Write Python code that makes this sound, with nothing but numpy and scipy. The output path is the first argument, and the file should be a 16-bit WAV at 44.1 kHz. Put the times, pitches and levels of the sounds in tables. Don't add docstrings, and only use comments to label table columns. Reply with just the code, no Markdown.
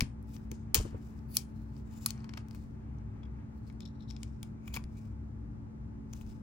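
import sys
import numpy as np
from scipy import signal
from scipy.fft import rfft, irfft, next_fast_len
from scipy.io import wavfile
from scipy.ndimage import uniform_filter1d, map_coordinates

SR = 44100
rng = np.random.default_rng(int(sys.argv[2]) if len(sys.argv) > 2 else 0)


def materialize(psi):
    bounded = np.clip(np.atleast_2d(psi).T, -1, 1)
    quanta = np.round(bounded * 32767).astype(np.int16)
    wavfile.write(sys.argv[1], SR, quanta)


N = 283122


# t/s, chatter length/s, relative level/dB, body/dB,
# treble tilt/(dB per octave), ping f/Hz, its lift/dB, second ping f/Hz, its lift/dB
CONTACTS = [(.0066, 0.0015, 2, -2, -9.5, 2240, 14.5, 5000, 6),
            (0.018, 0.0039, -10.5, -7.5, -23, 11200, 23, 5270, -1),
            (0.227, 0.00089, -48, 2, 0, 10770, 16, 8500, 6), (0.364, .003, -29, 8, -14, 5940, 12, 3440, 4),
            (0.5144, .0029, -22, 4, -2, 2400, 7.5, 6330, 14.5),
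            (0.7453, .0007, 10, -11.5, -6.5, 15000, 13, 5000, 3),
            (0.7474, .0016, -4.5, 1, -1, 4900, -2, 2600, -5), (.7497, .0018, -6, 2, -9, 2500, 2, 10400, 15),
            (0.7523, 0.0007, -0.5, -4, -4, 6900, 13, 14000, 16),
            (0.7553, .0032, -7, 1.5, -7, 1610, 5, 10800, 8),
            (0.7655, 0.0022, -12.5, 0.5, -8, 6400, 15, 1410, 0),
            (0.7708, .0022, -12.5, -1, -9, 6200, 15, 3010, 10),
            (0.7793, .003, -23, 2, -10, 2640, 6, 5600, 6), (0.786, .003, -22, 3.5, -7, 3010, 4, 6860, 8),
            (1.19, .0018, -39, 2, -15.5, 5310, 7.5, 3000, -3),
            (1.368, 0.002, -4, -3, 1, 10740, 15.5, 11830, 0),
            (1.3692, 0.00053, 4, -21, -7, 4430, 9, 5900, 8.5),
            (1.7653, .002, -38.5, 4.5, -14.5, 5000, 14, 6790, 6.5),
            (2.0608, 0.0013, -1.5, -20.5, -2.5, 10770, 16.5, 4230, 10.5),
            (2.0612, .003, -8.5, -4, -10, 1220, 23.5, 6750, 16),
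            (2.105, 0.0022, -9.5, -10.5, -6, 4300, 8, 6300, 9),
            (2.177, 0.0016, -36.5, 10, -23, 5770, 17, 3000, -5),
            (2.203, .003, -37, 10.5, -20, 5000, 14, 3400, -6.5),
            (2.242, .004, -29, 10.5, -13, 4700, 7, 6500, 5), (2.291, .0043, -23, 9, -20, 5270, 6, 11500, 1),
            (2.336, .0029, -16.5, 3, -24, 4500, -1, 11900, 3),
            (2.372, 0.0062, -14, 8, -22.5, 4170, -3, 11950, 16.5),
            (2.484, .002, -35.5, -2.5, -2, 2540, 4, 6000, 8),
            (2.509, .0024, -29.5, 4.5, -8, 4970, 11, 6500, 0),
            (2.548, 0.00089, -32.5, 14, -0.5, 2480, 3, 7000, -2),
            (2.984, .003, -45.5, -2.5, -11, 6200, 17, 4000, 1),
            (3.23, 0.0079, -39.5, 13, -19.5, 3400, 13, 5250, 4),
            (3.25, 0.0084, -43.5, 12.5, -22, 3290, 11.5, 5200, 4),
            (3.6992, .0014, -36, 4.5, -24, 2150, 12, 4000, 11),
            (3.726, 0.0016, -47, -3.5, -8.5, 9000, 16, 4300, 3),
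            (3.805, 0.0016, -22.5, -6.5, -14, 5190, 2, 3900, 9),
            (3.853, 0.0015, -25.5, -14, -30, 5420, 6, 3900, -4),
            (4.108, .0023, -21.5, -8, -19.5, 5400, 12, 3300, -2),
            (4.1642, .0018, -23, -7, -28, 5400, 4, 3780, 8),
            (4.231, 0.0018, -15.5, -7.5, -13, 2900, 7, 8200, 10.5),
            (4.4294, 0.0018, -18.5, -5, -8.5, 3420, 9.5, 9640, 9),
            (4.676, .0049, -29, 11, 0, 2470, 9, 3100, 9),
            (4.738, 0.0055, -18.5, -17, -4.5, 3200, 17.5, 13800, 14),
            (4.7402, 0.006, -19, 5, -16, 4530, 11, 6660, 12),
            (4.751, .007, -24.5, 6.5, -9, 4600, 10, 6550, -1),
            (4.7632, 0.0024, -13, 5, -24, 2270, 10, 10800, 26),
            (4.7685, 0.0031, -19, 7.5, -6, 880, 11.5, 2340, 13.5),
            (4.839, 0.0018, -29, 2, -16, 4540, 9, 9600, 13),
            (6.1295, 0.0032, -31.5, -3, -5, 6400, 13, 4200, 1.5),
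            (6.134, 0.0016, -27, 5, -5, 6150, 18, 4300, 1.5),
            (6.2107, 0.0025, -41, 12.5, -1, 2900, 17.5, 7000, 7)]
# f/Hz, level/dB
CONTACT_COLOUR = [(250, -9.5), (1100, -1), (2400, -6.5), (5000, -4.5), (11000, -0.5), (15000, -4.5)]
# f/Hz, width/Hz, lift/dB
SMALL_SOCKET_MODES = [(1200, 450, 0.5), (2410, 610, 8.5), (3130, 260, 7.5), (4500, 700, 5),
                      (5400, 490, 4.5), (6660, 270, 1.5), (8800, 800, 3.5), (11400, 650, 2),
                      (15600, 1600, 10.5)]
LARGE_SOCKET_MODES = [(915, 430, 7), (2376, 640, 13), (3300, 380, 7.5), (4200, 560, -0.5), (5000, 420, 8),
                      (5400, 390, 3), (6850, 740, 8), (8830, 460, 4.5), (9600, 550, 8), (10800, 550, 4.5),
                      (15200, 1100, 18)]
LARGE_FROM_S = 3.1
BODY_FULL_HZ, BODY_GONE_HZ, TILT_FROM_HZ = 1270, 4860, 5400
PING_Q, FINGER_DAMP_HZ = 7.5, 170
PING_CARRY = 0.35


def clicks(size=2048, bounce_db=-21, bounce_t60=0.056, level_db=-1):
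    tracks = np.zeros((2, N))
    hz = np.fft.rfftfreq(size, 1 / SR)
    lead = size // 8 / SR
    t = np.maximum(np.arange(size) / SR - lead, 0)
    window = signal.windows.tukey(size, 1 / 5)
    small_db, large_db = mode_lift(hz, SMALL_SOCKET_MODES), mode_lift(hz, LARGE_SOCKET_MODES)
    body = along([(BODY_FULL_HZ, 1), (BODY_GONE_HZ, 0)], hz)
    octaves = np.log2(np.maximum(hz / TILT_FROM_HZ, 1))
    for s, length, db, body_db, tilt_db, hz1, lift1, hz2, lift2 in CONTACTS + ticks():
        u = 2 * t / length
        blow = (u * np.exp(1 - u)) ** 2
        rattle = (1 - np.exp(-u)) * amp(bounce_db - 60 * t / bounce_t60)
        burst = rfft((blow + rattle) * rng.standard_normal(size))
        burst /= np.sqrt(abs(uniform_filter1d(abs(burst) ** 2, size=28)) + 1e-12)
        colour_db = along(CONTACT_COLOUR, hz) + body_db * body + tilt_db * octaves
        socket_db = large_db if s > LARGE_FROM_S else small_db
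        pings = [(f, f / PING_Q + FINGER_DAMP_HZ, lift) for f, lift in ((hz1, lift1), (hz2, lift2))]
        ping_db = mode_lift(hz, pings)
        for track, share in zip(tracks, (1, PING_CARRY)):
            click = irfft(burst * causal(amp(colour_db + socket_db + share * ping_db)))
            add(track, s - lead, amp(db + level_db) * click * window)
    return tracks


# fastest at t/s, rise/s, fall/s,
# rub level/dB, relative hiss/dB, ring f/Hz, ring over rub/dB
STROKES = [(0.345, 0.076, 0.066, -64, -0.5, 5800, -25), (.43, 0.09, 0.083, -75.5, -4, 5230, -9.5),
           (.535, 0.053, 0.15, -72.5, -14.5, 6520, -4), (.881, 0.049, 0.061, -64, -20.5, 4400, -8.5),
           (1.06, .15, .3, -72.5, -3, 7204, -11), (1.352, .045, .02, -58.5, -6, 4550, 2),
           (1.358, 0.039, 0.028, -53, 9, 11000, 3.5), (1.387, 0.0093, 0.036, -48.5, -2.5, 5000, -6),
           (1.62, 0.3, 0.2, -78, -1.5, 4180, -4), (1.779, 0.097, .092, -73, -4.5, 4500, -9),
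           (1.94, 0.078, .08, -67, -4.5, 7250, -6), (2.045, 0.12, 0.09, -61.5, -1, 7000, -1),
           (2.085, 0.0096, .052, -51.5, -11.5, 4370, -4), (2.2, 0.092, 0.32, -75, -25, 4400, -2.5),
           (2.389, 0.11, 0.049, -70, -20.5, 2500, -3), (2.56, .078, 0.13, -66.5, -6.5, 4420, -10.5),
           (3.58, .06, 0.047, -81.5, 3, 4380, -3), (3.675, .05, 0.11, -74, -7, 4380, -1),
           (4.249, 0.15, 0.18, -72, -15, 5500, -7), (4.451, 0.071, 0.07, -74.5, -7, 7170, -7.5),
           (4.672, 0.034, 0.12, -69.5, -2.5, 6850, -0.5), (4.701, 0.093, 0.12, -74, -13.5, 2350, 10),
           (4.756, 0.018, 0.023, -51.5, 2.5, 4560, -4), (4.99, .11, 0.14, -71.5, -6.5, 2324, -2.5),
           (6.165, .056, 0.21, -68, -5, 6250, -10), (6.3, 0.13, 0.1, -68.5, -8, 5670, -14.5)]
# f/Hz, level/dB
RUB_SPECTRUM = [(1470, -31.5), (2500, 2.5), (3230, -8.5), (3520, -1.5), (4400, -3), (5970, 0), (7060, -2.5),
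                (10000, -5), (13000, -45), (22000, -120)]
HISS_SPECTRUM = [(8000, -23.5), (10000, -8.5), (11400, -9), (13600, -15), (15300, -3), (16500, -20.5)]
# f/Hz, width/Hz, level/dB
SHAFT_MODES = [(2150, 34, -2), (2977, 35, 1), (4520, 30, -2.5), (5080, 85, 1.5), (6440, 30, -3.5),
               (6430, 30, -3), (7000, 86, -5.5)]


def sliding(grain_db=1.5, jerk_db=1.5, uneven_db=2.5, hiss_db=0.5, shaft_db=-8, ring_q=9):
    rub, hiss, ring = np.zeros((3, N))
    for s, rise, fall, db, sheen_db, ring_hz, ring_db in STROKES:
        stroke = swell(s, rise, fall, db)
        rub = np.maximum(rub, stroke)
        hiss = np.maximum(hiss, stroke * amp(sheen_db))
        ring += friction_ring(stroke * amp(ring_db), ring_hz, ring_hz / ring_q)
    grain = unit(amp(grain_db * wobble(900) + jerk_db * wobble(230) + uneven_db * wobble(45)))
    steel = noise(RUB_SPECTRUM) + amp(shaft_db) * ringing(noise(RUB_SPECTRUM), SHAFT_MODES)
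    return grain * (rub * steel + amp(hiss_db) * hiss * noise(HISS_SPECTRUM) + ring)


def ticks(length_s=0.0018, rub_cap_db=-68, over_rub_db=25, scatter_db=1, ping_hz=5000):
    rows = []
    for s, rise, fall, db, _, ring_hz, _ in STROKES:
        when, strength = rng.standard_normal(2)
        catch_s = s + np.tanh(when) * (fall if when > 0 else rise) / 2
        tick_db = min(db, rub_cap_db) + over_rub_db + scatter_db * strength
        rows.append((catch_s, length_s, tick_db, 0, -6, ping_hz, 4, ring_hz, 4))
    return rows


# t/s, rise/s, relative level/dB, lowest mode/dB, pitch ratio
SCRAPES = [(3.822, 0.011, -55.5, 3.5, 0.97), (3.858, 0.014, -54, 1.5, .995), (3.88, 0.019, -60.5, -1, 1),
           (3.955, .028, -74, 4.5, 1.018), (4.008, .012, -68, 10, 1), (4.028, .012, -60, 1, 0.97),
           (4.082, 0.0067, -63.5, 8, .975), (4.091, .005, -48, -2, .985), (4.104, .008, -46, -6, .99),
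           (4.121, 0.014, -56, -13, 1), (4.155, 0.02, -62, -7, 0.96)]
# f/Hz, width/Hz, level/dB
RIM_MODES = [(3900, 710, -3), (4730, 2500, -10), (5500, 140, -3.5), (6800, 900, -21.5),
             (11500, 1100, -24.5)]
# f/Hz, level/dB
GRIT_SPECTRUM = [(1500, -24.5), (2600, -4.5), (3400, 0), (5200, -3.5), (7500, -9.5), (10000, -13),
                 (15000, -32)]


def scraping(grain_db=4, level_db=-3, grit_db=-11, grit_grain_db=1.5, fall_over_rise=1.63):
    slips = np.zeros(N)
    grit = amp(grit_db) * unit(noise(GRIT_SPECTRUM) * amp(grit_grain_db * wobble(1100)))
    for s, rise, db, lowest_db, pitch in SCRAPES:
        pressure = swell(s, rise, fall_over_rise * rise, db + level_db)
        slips += pressure * grit
        for k, (hz, width, mode_db) in enumerate(RIM_MODES):
            slips += friction_ring(pressure * amp(mode_db + lowest_db * (k == 0)), pitch * hz, width)
    return slips * unit(amp(grain_db * wobble(400)))


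# f/Hz, level/dB
BUZZ_SPECTRUM = [(250, -18), (550, -2.5), (1000, -4.5), (1400, -3), (2000, -10.5), (2700, -1.5),
                 (3700, -3.5), (6300, -0.5), (9000, -3), (12000, -12), (16000, -19)]
HARD_SNAP_S = 0.753


def buzzing(level_db=-33, t60=0.21, rise=0.009, shaft_db=-6, grain_db=3.5, rattle_db=0.5):
    t = np.maximum(np.arange(N) / SR - HARD_SNAP_S, 0)
    chatter = unit(noise(BUZZ_SPECTRUM) * amp(grain_db * wobble(600) + rattle_db * wobble(170)))
    fade = (1 - np.exp(-t / rise)) * amp(level_db - 60 * t / t60)
    return fade * (chatter + amp(shaft_db) * ringing(chatter, SHAFT_MODES))


# f/Hz, level/dB
SETTLE_SPECTRUM = [(200, -7), (400, 3), (700, -1.5), (1400, -2), (2200, -6), (3100, -4.5), (5000, -13.5),
                   (9000, -30), (16000, -49)]


def settling(delay=0.125, rise=0.082, fall=0.032, level_db=-58, rattle_db=3):
    rattle = unit(noise(SETTLE_SPECTRUM) * amp(rattle_db * wobble(130)))
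    return swell(HARD_SNAP_S + delay, rise, fall, level_db) * rattle


# t/s, thud level/dB, knock level/dB, thud t60/s
BUMPS = [(0.0186, -20.5, -41, 0.073), (0.516, -45, -38, 0.02), (0.746, -42, -32, 0.05),
         (0.76, -32, -37, 0.16), (0.778, -41.5, -40, 0.22), (0.799, -51, -33.5, 0.33),
         (.849, -40, -30.5, 0.15), (0.927, -53, -44.5, 0.08), (0.944, -36.5, -35, 0.1),
         (4.742, -42.5, -55, 0.087), (4.764, -36, -44, 0.18), (4.842, -36, -67, 0.14)]
# f/Hz, level/dB
THUD_SPECTRUM = [(15, -12), (35, -6.5), (75, 3), (140, -4), (260, -11), (600, -54.5), (2000, -120)]
KNOCK_SPECTRUM = [(120, -24.5), (280, -1), (420, 1.5), (560, -10), (720, -18), (1150, -18), (2500, -54),
                  (6000, -100)]


def bumps(knock_t60=0.055, rise=0.0024):
    thuds, knocks = np.zeros((2, N))
    t = np.arange(SR // 2) / SR
    onset = 1 - np.exp(-t / rise)
    for s, thud_db, knock_db, t60 in BUMPS:
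        add(thuds, s, onset * amp(thud_db - 60 * t / t60))
        add(knocks, s, onset * amp(knock_db - 60 * t / knock_t60))
    thud = thuds * noise(THUD_SPECTRUM)
    knock = knocks * np.array([noise(KNOCK_SPECTRUM), noise(KNOCK_SPECTRUM)])
    return amp([[1], [-1]]) * (thud + knock)


# strongest at t/s, rise/s, fall/s, level/dB
DESK_SHAKES = [(.788, .04, 0.077, -32.5), (6.24, 0.12, .14, -44)]
# f/Hz, level/dB
DESK_SPECTRUM = [(15, -12.5), (35, 0.5), (68, 4.5), (120, -12.5), (400, -59), (1500, -120)]


def desk_shudder():
    return sum(swell(*shake) for shake in DESK_SHAKES) * noise(DESK_SPECTRUM)


# t/s, rise and fall/s, level/dB
GRIPS = [(.92, 0.51, -67.5), (2.15, 0.42, -64), (2.86, 0.3, -71.5), (3.16, .15, -75), (3.39, .22, -68.5)]
# f/Hz, level/dB
SKIN_SPECTRUM = [(300, -22.5), (800, 5), (1400, -2), (2300, -6), (4000, -24.5), (10000, -37)]


def brushing(uneven_db=2, rest_db=-86):
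    motion = amp(rest_db) + sum(swell(s, length, length, db) for s, length, db in GRIPS)
    return motion * amp(uneven_db * wobble(17)) * noise(SKIN_SPECTRUM)


# f/Hz, level/dB
AIR_SPECTRUM = [(20, -31.5), (38, -4.5), (85, 0.5), (140, -3), (190, -2), (330, -10.5), (520, -20),
                (700, -23), (1190, -25.5), (1900, -33.5), (3400, -46.5), (6300, -47.5), (10000, -56),
                (16000, -73.5)]
# f/Hz, correlation
AIR_CORRELATION = [(60, 1), (150, 1), (380, -0.25), (950, -0.35), (2380, -0.28), (5980, -0.59),
                   (15000, -0.063)]
# f/Hz, nominal width/Hz, level/dB
FAN_MODES = [(63, 11, -47), (104, 7.6, -52.5), (127.6, 30, -51), (273.7, 9.6, -63.5), (292.4, 22, -64.5),
             (373.8, 30, -70.5), (859, 62, -74)]


def fan(air_db=-50, hum_side_db=-13, lean_db=0.87, blade_hz=220.86, blade_db=-51, waver_db=1):
    def mid_side(hz):
        angle = np.arccos(np.clip(along(AIR_CORRELATION, hz), -1, 1)) / 2
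        return np.array([np.cos(angle), np.sin(angle)])

    def hum_peaks(hz):
        return sum(amp(db) * abs(resonance(hz, centre, 0.94 * width)) ** 2 * np.sqrt(SR / 2 / width)
                   for centre, width, db in FAN_MODES)

    air = filtered(np.array([noise(AIR_SPECTRUM), noise(AIR_SPECTRUM)]), mid_side)
    hum = filtered(rng.standard_normal((2, N)), hum_peaks)
    blade_gain = amp(blade_db + waver_db * wobble(2.7))
    blade_phase = 2 * np.pi * blade_hz * np.arange(N) / SR + 0.11 * wobble(1.0)
    hum[0] += blade_gain * unit(np.sin(blade_phase))
    mid, side = amp(air_db) * air + hum * amp([[0], [hum_side_db]])
    return np.array([mid + side, mid - side]) * amp([[lean_db], [-lean_db]])


# f/Hz, t60/s
ROOM_DECAY = [(200, 0.33), (1200, 0.25), (5000, 0.17), (9000, 0.24), (15000, 0.14)]
# f/Hz, level/dB
ROOM_LEVEL = [(200, -9.5), (1200, -6.5), (2400, -11), (5000, -13), (8000, -13), (11000, -18.5),
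              (15000, -29)]


def room(x, gap_s=0.0025, stretches=16):
    wet = np.zeros((2, N))
    for part in np.array_split(np.arange(N), stretches):
        hz, t, spectra = signal.stft(rng.standard_normal((2, SR // 2)), SR, nperseg=256)
        fade = amp(-60 * t / along(ROOM_DECAY, hz)[:, None])
        energy = np.mean(fade ** 2, axis=1, keepdims=True) * SR / 2
        fade *= amp(along(ROOM_LEVEL, hz))[:, None] / np.sqrt(energy)
        _, tails = signal.istft(spectra * fade, SR, nperseg=256)
        for channel, tail in zip(wet, tails):
            add(channel, part[0] / SR + gap_s, signal.fftconvolve(x[part], tail))
    return wet


# f/Hz, level/dB
PORT_BALANCE = [(700, -0.5), (1200, 3.5), (2200, 6), (3300, 9), (5300, 17.5), (7500, 10.5), (9500, -1.5),
                (15000, 0.5)]


def port_balance(x, lean=1.0):
    def gains(hz):
        pair = amp(np.outer([0.5, -0.5], lean * along(PORT_BALANCE, hz)))
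        return pair / np.sqrt(np.mean(pair ** 2, axis=0))
    return filtered(x, gains)


# f/Hz, phase/rad
PORT_PHASE = [(500, 2), (3000, 1.51), (6000, -1.35), (8000, -1), (10000, -2.5), (12000, -7), (14000, -8),
              (16000, -13)]


def port_phase(x):
    return filtered(x, lambda hz: np.exp(np.outer([0.5j, -0.5j], along(PORT_PHASE, hz))))


def swell(s, rise, fall, db, depth_db=17, roundness=0.99):
    t = np.arange(N) / SR - s
    away = np.maximum(-t / rise, t / fall)
    gain, near = np.zeros(N), away < 10
    gain[near] = amp(db - depth_db * away[near] ** roundness)
    return gain


def friction_ring(envelope, hz, width):
    ring, on = np.zeros(N), envelope > 0
    mode = np.concatenate(signal.iirpeak(hz, hz / width, fs=SR))
    ring[on] = envelope[on] * unit(signal.sosfilt([mode, mode], rng.standard_normal(on.sum())))
    return ring


def ringing(drive, modes):
    def response(hz):
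        return sum((-1) ** k * amp(db) * resonance(hz, centre, width)
                   for k, (centre, width, db) in enumerate(modes))
    return unit(filtered(drive, response))


def mode_lift(hz, modes):
    return sum(lift * abs(resonance(hz, centre, width)) ** 2 for centre, width, lift in modes)


def resonance(hz, centre, width):
    return 1j * hz * width / (centre ** 2 - hz ** 2 + 1j * hz * width)


def causal(gain):
    cepstrum = irfft(np.log(np.maximum(gain, 1e-6)))
    half = len(cepstrum) // 2
    return np.exp(rfft(np.r_[cepstrum[0], 2 * cepstrum[1:half], np.zeros(half)]))


def noise(spectrum):
    return unit(filtered(rng.standard_normal(N), lambda hz: amp(along(spectrum, hz))))


def filtered(x, response):
    size = next_fast_len(N + SR // 2)
    return irfft(rfft(x, size) * response(np.fft.rfftfreq(size, 1 / SR)), size)[..., :N]


def wobble(rate):
    return map_coordinates(rng.standard_normal(int(N * rate / SR) + 4), [np.arange(N) * rate / SR])


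def along(points, hz):
    freqs, values = np.transpose(points)
    return np.interp(np.log(hz + 1), np.log(freqs + 1), values)


def add(track, s, sound):
    part = track[max(round(s * SR), 0):][:len(sound)]
    part += sound[:len(part)]


def amp(db):
    return 10 ** (np.asarray(db) / 20)


def unit(x):
    return x / np.sqrt(np.mean(x ** 2) + 1e-20)


def scene():
    close, carried = clicks()
    handling = sliding() + scraping() + buzzing() + settling() + brushing()
    direct = port_phase(port_balance(close + handling))
    reflected = port_balance(room(carried + handling), lean=0.54)
    return direct + reflected + bumps() + desk_shudder() + fan()


def record(dry):
    top_hz = 16350
    return filtered(dry, lambda hz: 1 / np.sqrt(1 + (hz / top_hz) ** 160))


dry = scene()
out = record(dry)
materialize(out)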